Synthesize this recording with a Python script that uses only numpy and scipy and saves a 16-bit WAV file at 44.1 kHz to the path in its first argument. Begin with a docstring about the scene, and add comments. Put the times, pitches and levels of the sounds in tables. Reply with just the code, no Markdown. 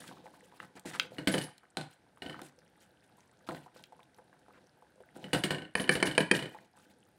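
"""In a small kitchen, a wooden spoon stirs chunky curry in a steel saucepan on a gas stove.
The sauce sloshes, crackles and pops: filtered clicks, and short sine tones for the bubbles.
Pushed by the spoon, the pan rocks and skids on its support: clicks, fading tones and thin squeals.
Near the end the spoon is rapped five times on the rim, and the pan chatters after each rap.
The burner is a steady rush of filtered noise, and the kitchen adds echoes."""
import sys
import numpy as np
from scipy import signal
from scipy.io import wavfile
from scipy.ndimage import uniform_filter1d

SR = 44100
rng = np.random.default_rng(int(sys.argv[2]) if len(sys.argv) > 2 else 0)


def int16_out(signal):
    """Quantize to a 16-bit WAV file."""
    q = np.round(np.clip(np.atleast_2d(signal).T, -1, 1) * 32767)
    wavfile.write(sys.argv[1], SR, q.astype(np.int16))


N = 316638
TAPS = 4096  # filter size in samples
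HZ = np.fft.rfftfreq(TAPS, 1 / SR)
TIME = np.arange(N) / SR  # seconds
AGE = TIME[:SR // 3]  # seconds since one sound began

# Strokes of the spoon through the curry.
# Each row: start in seconds, length in seconds, relative churning level in dB, relative wet crackle level in dB.
STROKES = [(0, 0.13, -54, -56.5), (0.149, 0.12, -60.5, -73.5), (0.273, 0.41, -71, -71),
           (0.594, 0.056, -61, -63.5), (0.753, 0.019, -59.5, -56.5), (0.849, 0.21, -53.5, -59),
           (1.106, 0.4, -55.5, -69), (1.903, 0.034, -91, -58.5), (2.231, 0.17, -53.5, -74),
           (2.436, 0.059, -78, -61.5), (2.797, 0.069, -73.5, -67), (3.032, 0.025, -107, -68),
           (3.465, 0.19, -62, -62.5), (3.742, 0.075, -61, -62), (4.456, 0.16, -73, -101),
           (5.146, 0.39, -58, -69), (6.483, 0.17, -63, -69), (6.756, 0.16, -73.5, -65.5)]
# Tone colour of wet crackle and spray. Each row: frequency in Hz, relative level in dB.
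CRACKLE_COLOUR = [(500, -19), (1500, 1), (3300, -1.5), (6000, -8), (9200, -3.5), (12000, -13),
                  (15500, -13.5)]


def amp(db):
    """Turns decibels into a plain gain."""
    return 10 ** (np.asarray(db) / 20)


def unit(x):
    """Scales a sound to an energy of one."""
    return x / np.sqrt(np.sum(x ** 2) + 1e-20)


def evened(x):
    """Scales a sound to an rms (average strength) of one."""
    return unit(x) * np.sqrt(len(x))


def read(points, hz=HZ):
    """Reads between the points of a table, along a log-frequency axis."""
    f, value = np.transpose(points)
    return np.interp(np.log(hz + 1), np.log(f + 1), value)


def add(mix, s, sound):
    """Mixes a sound in at s seconds."""
    part = mix[max(round(s * SR), 0):][:len(sound)]
    part += sound[:len(part)]


def colour(x, gain_db):
    """Filters a sound with the given gain at each of HZ, never acting ahead of time."""
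    half = np.log(amp(gain_db))
    both_sides = np.r_[half, half[-2:0:-1]]
    # the Hilbert transform finds the phase that puts the response as early as possible
    taps = np.fft.ifft(np.exp(np.conj(signal.hilbert(both_sides)))).real
    return signal.oaconvolve(x, taps[:TAPS // 2])[:len(x)]


def tilted(x, slope_db):
    """Makes a sound brighter or duller: tilts it by so many dB an octave from 400 to 9000 Hz."""
    octaves = np.log2(np.clip(HZ, 400, 9000) / 1000)
    return unit(colour(x, slope_db * octaves))


def wobble(size, order):
    """Smooth random drift with an rms of about one, averaged over so many samples."""
    return evened(uniform_filter1d(rng.standard_normal(size + order), size=order))[:size]


def grains(per_s, spread_db, size):
    """Random clicks of either sign: many small, a few large."""
    heights = amp(spread_db * np.minimum(rng.exponential(1, size), 4))
    signs = rng.choice([-1, 1], size)
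    return heights * signs * (rng.random(size) < per_s / SR)


def ring(modes, contact_s=0.00035):
    """Free ringing: fading sine tones, eased in over the time of contact."""
    free = np.zeros(len(AGE))
    for k, (hz, db, t60) in enumerate(modes):
        sign = (-1) ** (k // 2)  # flips after every second tone
        free += sign * amp(db - 60 * AGE / t60) * np.sin(2 * np.pi * hz * AGE)
    return unit(free * (1 - np.exp(-AGE / contact_s)) ** 2)


def contact(shape, crunch_db, crunch_s):
    """One sharp click with a brief crunch of fading noise."""
    force = amp(crunch_db) * unit(rng.standard_normal(len(AGE)) * np.exp(-AGE / crunch_s))
    force[0] += 1
    return unit(colour(force, read(shape)))


def bubble(hz, cycles, glide):
    """A quickly damped air pocket whose pitch rises as it opens."""
    life = hz * AGE[:TAPS] / cycles
    turns = np.cumsum(hz * (1 + glide * (np.minimum(life, 2) - .5))) / SR
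    return unit(np.sin(2 * np.pi * turns) * np.exp(-life) * (1 - np.exp(-6 * life)))


def fizz(per_s, spread_db, cycles, clump_db=0):
    """Tiny wet films tear in 16 pitches; with clump_db, films of one pitch tear in clumps."""
    films = np.zeros(N)
    for hz in np.geomspace(1300, 14000, num=16):
        tears = grains(per_s, spread_db, N) * amp(clump_db * wobble(N, order=600))
        films += signal.oaconvolve(tears, bubble(hz, cycles, glide=0.18))[:N]
    return evened(colour(films, read(CRACKLE_COLOUR) + 10 * np.log10(HZ + 1)))


def burner(gain_db):
    """Steady low rush of the flame and the room, made of filtered noise."""
    # Tone colour of the rush. Each row: frequency in Hz, relative level in dB.
    rush_colour = [(24, -47), (40, -2.5), (123, 1.5), (620, -4), (838, -4), (1080, -15.5), (1560, -5),
                   (2060, -14.5), (7520, -26), (9180, -19.5), (15500, -42.5)]
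    return amp(gain_db) * evened(colour(rng.standard_normal(N), read(rush_colour)))


def churning(rise_s, settle_s, rest_db, lumps_db):
    """How hard the sauce moves: it rises with each stroke, holds, then settles; chunks make it lumpy."""
    effort = np.full(N, amp(rest_db))  # never quite at rest
    t = TIME[:SR]
    for s, length, db, _ in STROKES:
        settling = np.exp(-np.maximum(t - length, 0) / settle_s)
        add(effort, s, amp(db) * np.minimum(1, t / rise_s) * settling)
    return effort * amp(lumps_db * wobble(N, order=2200))


def stirring(slosh_db, simmer_db, crackle_db):
    """Chunks churn in thick sauce, as filtered clicks, while small bubbles burst among them."""
    # Tone colour of the churning. Each row: frequency in Hz, relative level in dB.
    slosh_colour = [(30, -33.5), (120, -0.5), (300, -0.5), (420, -9), (850, -6.5), (1150, -26.5),
                    (4000, -19), (9000, -40)]
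    effort = churning(rise_s=0.0023, settle_s=0.016, rest_db=-69.5, lumps_db=1.5)
    churn = evened(colour(grains(per_s=900, spread_db=1.5, size=N), read(slosh_colour)))
    simmer = np.zeros(N)
    for hz in np.geomspace(480, 1900, num=16):
        bursts = grains(per_s=3, spread_db=3.0, size=N)
        simmer += signal.oaconvolve(bursts, bubble(hz, cycles=2.0, glide=0.03))[:N]
    # the hot sauce crackles whether or not it is stirred
    crackle = fizz(per_s=3, spread_db=2.2, cycles=4)
    moving = amp(slosh_db) * churn + amp(simmer_db) * evened(simmer)
    return effort * moving + amp(crackle_db) * crackle


def squelches(gain_db, rise_s, fall_db, clump_db, release_s):
    """Clumpy crackle that swells as the spoon bites, fades along the drag and dies away."""
    drag, t = np.zeros(N), TIME[:SR]
    for s, length, _, db in STROKES:
        fading = amp(db + fall_db * (np.minimum(t / length, 1) - .5))
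        release = np.exp(-np.maximum(t - length, 0) / release_s)
        add(drag, s, fading * np.minimum(1, t / rise_s) * release)
    films = fizz(per_s=450, spread_db=2.2, cycles=5, clump_db=3)
    return amp(gain_db) * drag * evened(amp(clump_db * wobble(N, order=700)) * films)


def plops(gain_db, splash_db, trail_db, trail_s):
    """Trapped air gurgles: one large bubble, five weaker ones around its pitch and a little splash."""
    # Large gurgles. Each row: start in seconds, relative level in dB, pitch in Hz that the glide bends.
    gurgles = [(0.041, -48, 1280), (0.258, -42, 796), (0.339, -50, 990), (0.523, -49.5, 880),
               (0.629, -43.5, 1310), (0.935, -44, 1400), (0.95, -37, 1200), (1.633, -50, 1360),
               (2.173, -52.5, 1090), (2.3922, -39, 1170), (3.182, -55, 930), (3.489, -32, 1240),
               (3.519, -35, 696), (3.662, -45, 850), (3.923, -46, 810), (3.993, -47.5, 955),
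               (4.185, -47, 810), (4.329, -55, 1100), (4.483, -51, 696), (4.823, -51.5, 900),
               (5.004, -46, 590), (6.547, -39.5, 805)]
    out = np.zeros(N)
    for s, db, hz in gurgles:
        level = db + gain_db
        add(out, s, amp(level) * bubble(hz, cycles=1.7, glide=0.07))
        for delay, octaves in rng.standard_normal((5, 2)):
            follower = bubble(hz * 2 ** (0.4 * octaves), cycles=1.5, glide=0.05)
            add(out, s + abs(delay) * trail_s, amp(level + trail_db) * follower)
        splash = contact(CRACKLE_COLOUR, crunch_db=16.0, crunch_s=0.0081)
        add(out, s, amp(level + splash_db) * splash)
    return out


def snaps(gain_db, echo_db, echo_s):
    """Air pockets snap open in the sauce with a dry tick that rattles between the pan walls."""
    # Snaps. Each row: start in seconds, relative level in dB, brightness in dB per octave.
    rows = [(0.6019, -33.5, -10), (0.796, -47, 21), (0.9978, -16, 2), (1.581, -50, 15), (2.417, -43, 17),
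            (3.839, -43, 8)]
    # Tone colour of a snap. Each row: frequency in Hz, relative level in dB.
    snap_colour = [(60, -60.5), (600, -27.5), (1500, 1.5), (2400, 2), (3800, -1.5), (5500, -17.5),
                   (15000, -39)]
    # Tone colour of the echoes between the walls. Each row: frequency in Hz, relative level in dB.
    wall_colour = [(1500, -16), (2400, 4.5), (3700, 1), (4700, -6)]
    out = np.zeros(N)
    for s, db, slope_db in rows:
        tick = contact(snap_colour, crunch_db=1.5, crunch_s=0.0022)
        add(out, s, amp(db + gain_db) * tilted(tick, slope_db))
    walls = unit(rng.standard_normal(len(AGE)) * np.exp(-AGE / echo_s))
    return out + amp(echo_db) * signal.fftconvolve(out, colour(walls, read(wall_colour)))[:N]


def scrapes(gain_db, rise_s, release_s):
    """Wood catches and slips on steel so fast that the clicks merge into a rough rub."""
    # Spoon edge rubbing along the wall.
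    # Each row: start in seconds, length in seconds, relative level in dB, brightness in dB per octave.
    rubs = [(0.764, 0.02, -51.5, -6.5), (0.853, 0.049, -47, 1.5), (0.932, 0.03, -43, -2),
            (2.428, 0.037, -59, 6), (3.176, 0.064, -72.5, 1.5), (4.534, 0.05, -61.5, -6.5)]
    # Tone colour of the rub. Each row: frequency in Hz, relative level in dB.
    rub_colour = [(100, -14.5), (600, -6.5), (1150, -2), (1550, 5), (6000, -8.5), (8700, -4),
                  (15000, -26.5)]
    out = np.zeros(N)
    for s, length, db, slope_db in rubs:
        slips = grains(per_s=5500, spread_db=1.0, size=len(AGE))
        rub = evened(tilted(colour(slips, read(rub_colour)), slope_db))
        press = np.minimum(1, AGE / rise_s) * np.exp(-np.maximum(AGE - length, 0) / release_s)
        add(out, s, amp(db + gain_db) * press * rub)
    return out


def blows(rows, modes, shape, ring_db, crunch_db, crunch_s, thump_db, push_s, gain_db, soft_ring=0):
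    """Each blow clicks, rings the pan and, more slowly, shakes the stove top."""
    # Ringing tones of the stove top under the pan.
    # Each row: frequency in Hz before a random shift, relative level in dB, time to fade by 60 dB in seconds.
    stove_modes = [(116.9, -3.5, 0.08), (147.7, -2, 0.12), (212, -6, 0.072), (241.6, -6.5, 0.11),
                   (284.5, -4, 0.099)]
    pan_shift, stove_shift = 0.023, 0.04  # typical pitch change from blow to blow, as a fraction

    def shifted(table, shift):
        """No two blows land on the same spot, so every tone moves a little."""
        return [(hz * (1 + shift * rng.standard_normal()), db, t60) for hz, db, t60 in table]

    out = np.zeros(N)
    hardest_db = max(row[1] for row in rows)
    for s, db, slope_db in rows:
        # a light touch crunches less, so with soft_ring more of its sound is ring
        ringing = amp(ring_db + soft_ring * (hardest_db - db)) * ring(shifted(modes, pan_shift))
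        blow = tilted(contact(shape, crunch_db, crunch_s) + ringing, slope_db)
        thump = unit(ring(shifted(stove_modes, stove_shift)) * (1 - np.exp(-AGE / push_s)))
        add(out, s, amp(db + gain_db) * (blow + amp(thump_db) * thump))
    return out


def thuds():
    """The spoon meets the pan through the curry, which damps the ringing wall."""
    # Thuds. Each row: start in seconds, relative level in dB, brightness in dB per octave.
    rows = [(0.856, -34, -9), (1.771, -26, 4), (1.812, -37, 4.5), (2.418, -40, 0), (3.489, -30.5, -1),
            (3.548, -38.5, 0.5), (5.163, -40, -4)]
    # Ringing tones of the wall damped by curry.
    # Each row: frequency in Hz before a random shift, relative level in dB, time to fade by 60 dB in seconds.
    wall_modes = [(351.4, 3, 0.035), (790, -6.5, 0.045), (1466, -4, 0.035), (3280, -0.5, 0.0076),
                  (4113, -12.5, 0.031)]
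    # Tone colour of the contact. Each row: frequency in Hz, relative level in dB.
    thud_colour = [(40, -51), (140, 0), (800, 3), (1300, -11.5), (4000, -12.5), (6000, -30.5),
                   (9000, -25.5), (15000, -50)]
    return blows(rows, wall_modes, thud_colour, ring_db=0.0, crunch_db=-1.5, crunch_s=0.023,
                 thump_db=-6.5, push_s=0.083, gain_db=20.0)


def rocks():
    """The pan knocks on its support as it rocks to rest, ringing with each knock."""
    # Knocks. Each row: start in seconds, relative level in dB, brightness in dB per octave.
    rows = [(1.1834, -26.5, -1), (1.2733, -12.5, 1), (1.340, -15.5, -1), (1.3803, -23.5, 0.5),
            (1.4142, -29, 2.5), (2.2204, -29.5, -0.5), (2.2623, -30.5, -1), (2.2962, -31.5, 0),
            (2.3281, -40.5, 1), (5.2415, -32, -1), (5.3315, -14.5, 0.75), (5.3464, -17.5, -1),
            (5.4372, -16, 1.5), (5.5062, -18, 0), (5.5463, -27, 0), (5.5837, -30, -1),
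            (5.6206, -32.5, -1.5), (5.6506, -40, -1.5), (5.7975, -21, -0.5), (5.8411, -28, -0.5),
            (5.877, -31.5, -1), (5.9529, -18.5, 0.5), (6.0013, -25.5, -0.5), (6.0701, -19.5, 0.1),
            (6.1125, -27.5, 1.5), (6.1504, -30, 0.5), (6.2048, -18.5, 0.5), (6.3495, -21.5, 1.6),
            (6.3914, -26, 0.5), (6.4248, -26.5, 0), (6.4562, -31.5, -0.5)]
    # Ringing tones of the pan on its support.
    # Each row: frequency in Hz before a random shift, relative level in dB, time to fade by 60 dB in seconds.
    pan_modes = [(289.4, -10, 0.067), (520, -12.5, 0.069), (724, -11.5, 0.059), (1502, -8.5, 0.092),
                 (1857, -3, 0.035), (2226, -3.5, 0.026), (2974, 6, 0.028), (4170, -4, .02)]
    # Tone colour of the contact. Each row: frequency in Hz, relative level in dB.
    rock_colour = [(40, -18.5), (90, -6), (140, -3), (300, 1.5), (700, -6.5), (1200, -15.5), (1700, -8.5),
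                   (2600, -14.5), (4400, -16), (6200, -30), (8800, -19.5), (12000, -33.5), (15000, -38.5)]
    return blows(rows, pan_modes, rock_colour, ring_db=-6.5, crunch_db=14.5, crunch_s=0.017,
                 thump_db=-9, push_s=0.0059, gain_db=16.5, soft_ring=0.4)


def skids(grit_db, gain_db, rise_s):
    """Steel slips on the support in short jerks: grit, and a squeal of the highest tones, which ring on."""
    # Jerks of the pan base along the support. Each row: start in seconds, length in seconds,
    # relative level in dB, lift of the middle squeal tone in dB.
    jerks = [(1.313, 0.039, -47.5, 5), (1.374, 0.023, -45, -18), (1.409, .05, -53.5, 1.5),
             (5.367, 0.037, -54.5, 1), (5.762, 0.03, -52.5, 2), (5.801, .035, -51, 3),
             (5.907, 0.042, -44.5, 0.5), (6.054, 0.022, -44.5, 0), (6.19, .024, -54.5, 4.5),
             (6.335, 0.03, -50, -9.5), (6.356, 0.023, -47, -4)]
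    # Thin high tones of the steel, fed by every skid.
    # Each row: frequency in Hz before it wavers, relative level in dB, time to fade by 60 dB in seconds.
    squeal_modes = [(8840, -0.5, 0.03), (10950, 1.5, 0.05), (12410, -13.5, 0.12)]
    # Tone colour of the grit. Each row: frequency in Hz, relative level in dB.
    grit_colour = [(500, -16.5), (4500, 3), (8800, -5), (15000, -15.5)]
    # pitch change between slips and within a slip, as fractions; flutter of the level in dB
    spread, waver, rough_db = 0.0015, 0.0034, 4.5
    out, size = np.zeros(N), len(AGE)
    for s, length, db, middle_db in jerks:
        for k, (hz, level, t60) in enumerate(squeal_modes):
            pitch = hz * (1 + spread * rng.standard_normal() + waver * wobble(size, order=60))
            fade_db = 60 * np.maximum(AGE - length, 0) / t60  # fades once the slip is over
            ring_db = level + middle_db * (k == 1) + rough_db * wobble(size, order=200) - fade_db
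            tone = np.sin(2 * np.pi * np.cumsum(pitch) / SR)
            add(out, s, amp(db + gain_db + ring_db) * np.minimum(1, AGE / rise_s) * tone)
        clicks = grains(per_s=660, spread_db=2.0, size=round(length * SR))
        grit = evened(colour(clicks, read(grit_colour)))
        add(out, s, amp(db + grit_db) * signal.windows.tukey(len(grit), .4) * grit)
    return out


def ticks(gain_db, spray_db):
    """A tiny bubble bursts on the hot surface with a short pitched tick and a little spray."""
    # Bursts. Each row: start in seconds, relative level in dB, pitch in Hz that the glide bends.
    bursts = [(2.286, -46, 8800), (2.589, -46, 5500), (3.206, -48.5, 5950), (3.826, -54, 7500),
              (4.031, -46, 3460), (4.146, -49, 5500), (4.670, -52, 5600)]
    out = np.zeros(N)
    for s, db, hz in bursts:
        add(out, s, amp(db + gain_db) * bubble(hz, cycles=3.5, glide=0.1))
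        spray = contact(CRACKLE_COLOUR, crunch_db=9, crunch_s=0.0036)
        add(out, s, amp(db + gain_db + spray_db) * spray)
    return out


def raps():
    """The spoon raps the rim, and rim and spoon ring together."""
    # Raps. Each row: start in seconds, relative level in dB, brightness in dB per octave.
    rows = [(5.7532, -12, -1.5), (5.8925, -6, -1.5), (6.0271, -8.5, -0.5), (6.179, -6, -0.5),
            (6.313, -5, -0.5)]
    # Ringing tones of the rim and spoon together.
    # Each row: frequency in Hz before a random shift, relative level in dB, time to fade by 60 dB in seconds.
    rim_modes = [(486, -7.5, 0.026), (1014, -7, 0.025), (1146, -9.5, 0.035), (1600, -12, 0.028),
                 (1800, -18, 0.014), (2257, -7.5, 0.046), (2410, 7, 0.02), (2580, -9.5, 0.03),
                 (3025, -3, 0.037), (4520, -9.5, 0.016), (9200, -1.5, 0.02)]
    # Tone colour of the contact. 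Each row: frequency in Hz, relative level in dB.
    rap_colour = [(40, -23.5), (130, -5.5), (480, 1.5), (700, -7), (1350, -9), (1750, 3), (2500, -19.5),
                  (3500, -17), (4500, -12), (6000, -26.5), (7600, -28), (9400, -10), (11000, -43)]
    return blows(rows, rim_modes, rap_colour, ring_db=-2.0, crunch_db=7.5, crunch_s=0.0046,
                 thump_db=-13.5, push_s=0.016, gain_db=13.5)


def hollow(x, gain_db):
    """The air in the pan rings along with the sound it is given."""
    # Ringing tones of the air above the sauce.
    # Each row: frequency in Hz, relative level in dB, time to fade by 60 dB in seconds.
    air_modes = [(536.6, 1.5, 0.045), (754, -2.5, 0.054), (832.6, -5.5, 0.14), (1490, -3, 0.056)]
    return x + amp(gain_db) * signal.fftconvolve(x, ring(air_modes))[:N]


def kitchen(x, build_s, near_db, near_s):
    """Echoes: strong early ones from hob and tiles, then a tail that dies band by band."""
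    # How long echoes last. Each row: frequency in Hz, time to fade by 60 dB in seconds.
    echo_times = [(100, 0.2835), (500, 0.22), (2000, 0.65), (14000, 0.45)]
    # Tone colour of the echoes. Each row: frequency in Hz, echo level in dB.
    echo_colour = [(70, 1), (140, 2.5), (1000, -1.5), (2800, -12.5), (9000, -11.5), (15000, -20.5)]
    t = TIME[:SR]
    taps = rng.choice([-1., 1.], SR) * (rng.random(SR) < 1 / 10)
    taps *= (1 - np.exp(-t / build_s)) * (1 + amp(near_db) * np.exp(-t / near_s))
    hz, age, z = signal.stft(taps, SR, nperseg=256)
    fade = amp(-60 * age / read(echo_times, hz)[:, None])
    tail = signal.istft(z * fade, SR, nperseg=256)[1]
    return signal.fftconvolve(x, colour(unit(tail), read(echo_colour)))[:N]


def suppressor(x, memory_s, threshold_db, depth_db):
    """Noise suppression: each band is turned down when it sinks far below its own recent average."""
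    z = signal.stft(x, nperseg=512, noverlap=384)[2]
    # power is shared over five neighbouring bands
    power = abs(uniform_filter1d(abs(z) ** 2, size=5, axis=1)) + 1e-18
    keep = np.exp(-N / z.shape[-1] / SR / memory_s)
    noise = amp(threshold_db) ** 2 * signal.lfilter([1 - keep], [1, -keep], power)
    gain = np.maximum(power / (power + noise), amp(depth_db))
    return signal.istft(z * gain, nperseg=512, noverlap=384)[1][:, :N]


def scene():
    """Spoon, pan and sauce, close by in the kitchen."""
    wet = stirring(slosh_db=-4, simmer_db=-6.5, crackle_db=-80.5)
    wet += squelches(gain_db=-1.5, rise_s=0.0098, fall_db=-8.0, clump_db=4.0, release_s=0.009)
    wet += plops(gain_db=17.0, splash_db=-15.5, trail_db=-8.5, trail_s=0.011)
    sauce = hollow(wet, gain_db=-17.5)
    sauce += snaps(gain_db=16.5, echo_db=-8, echo_s=0.017)
    sauce += scrapes(gain_db=-2.5, rise_s=0.004, release_s=0.0076)
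    sauce += ticks(gain_db=5.5, spray_db=-3)
    pan = thuds() + rocks() + raps()
    pan += skids(grit_db=0.5, gain_db=-2.5, rise_s=0.0021)
    # the sauce feeds the echoes less than the pan does
    echoes = kitchen(pan + amp(-6.5) * sauce, build_s=0.0087, near_db=10, near_s=0.068)
    return (pan + sauce + echoes + burner(gain_db=-69.5))[None]


def record(dry):
    """The small microphone loses the deep bass, noise suppression trims the tails; then the top is cut."""
    bass_cut = signal.butter(3, 62, "high", fs=SR, output="sos")  # 62 Hz
    lean = signal.sosfilt(bass_cut, dry)
    trimmed = suppressor(lean, memory_s=0.088, threshold_db=-26.0, depth_db=-3)
    top_cut = signal.firwin(511, 15850, window=("kaiser", 9), fs=SR)  # 15850 Hz
    return signal.oaconvolve(trimmed, top_cut[None], "same")


dry = scene()
out = record(dry)
int16_out(out)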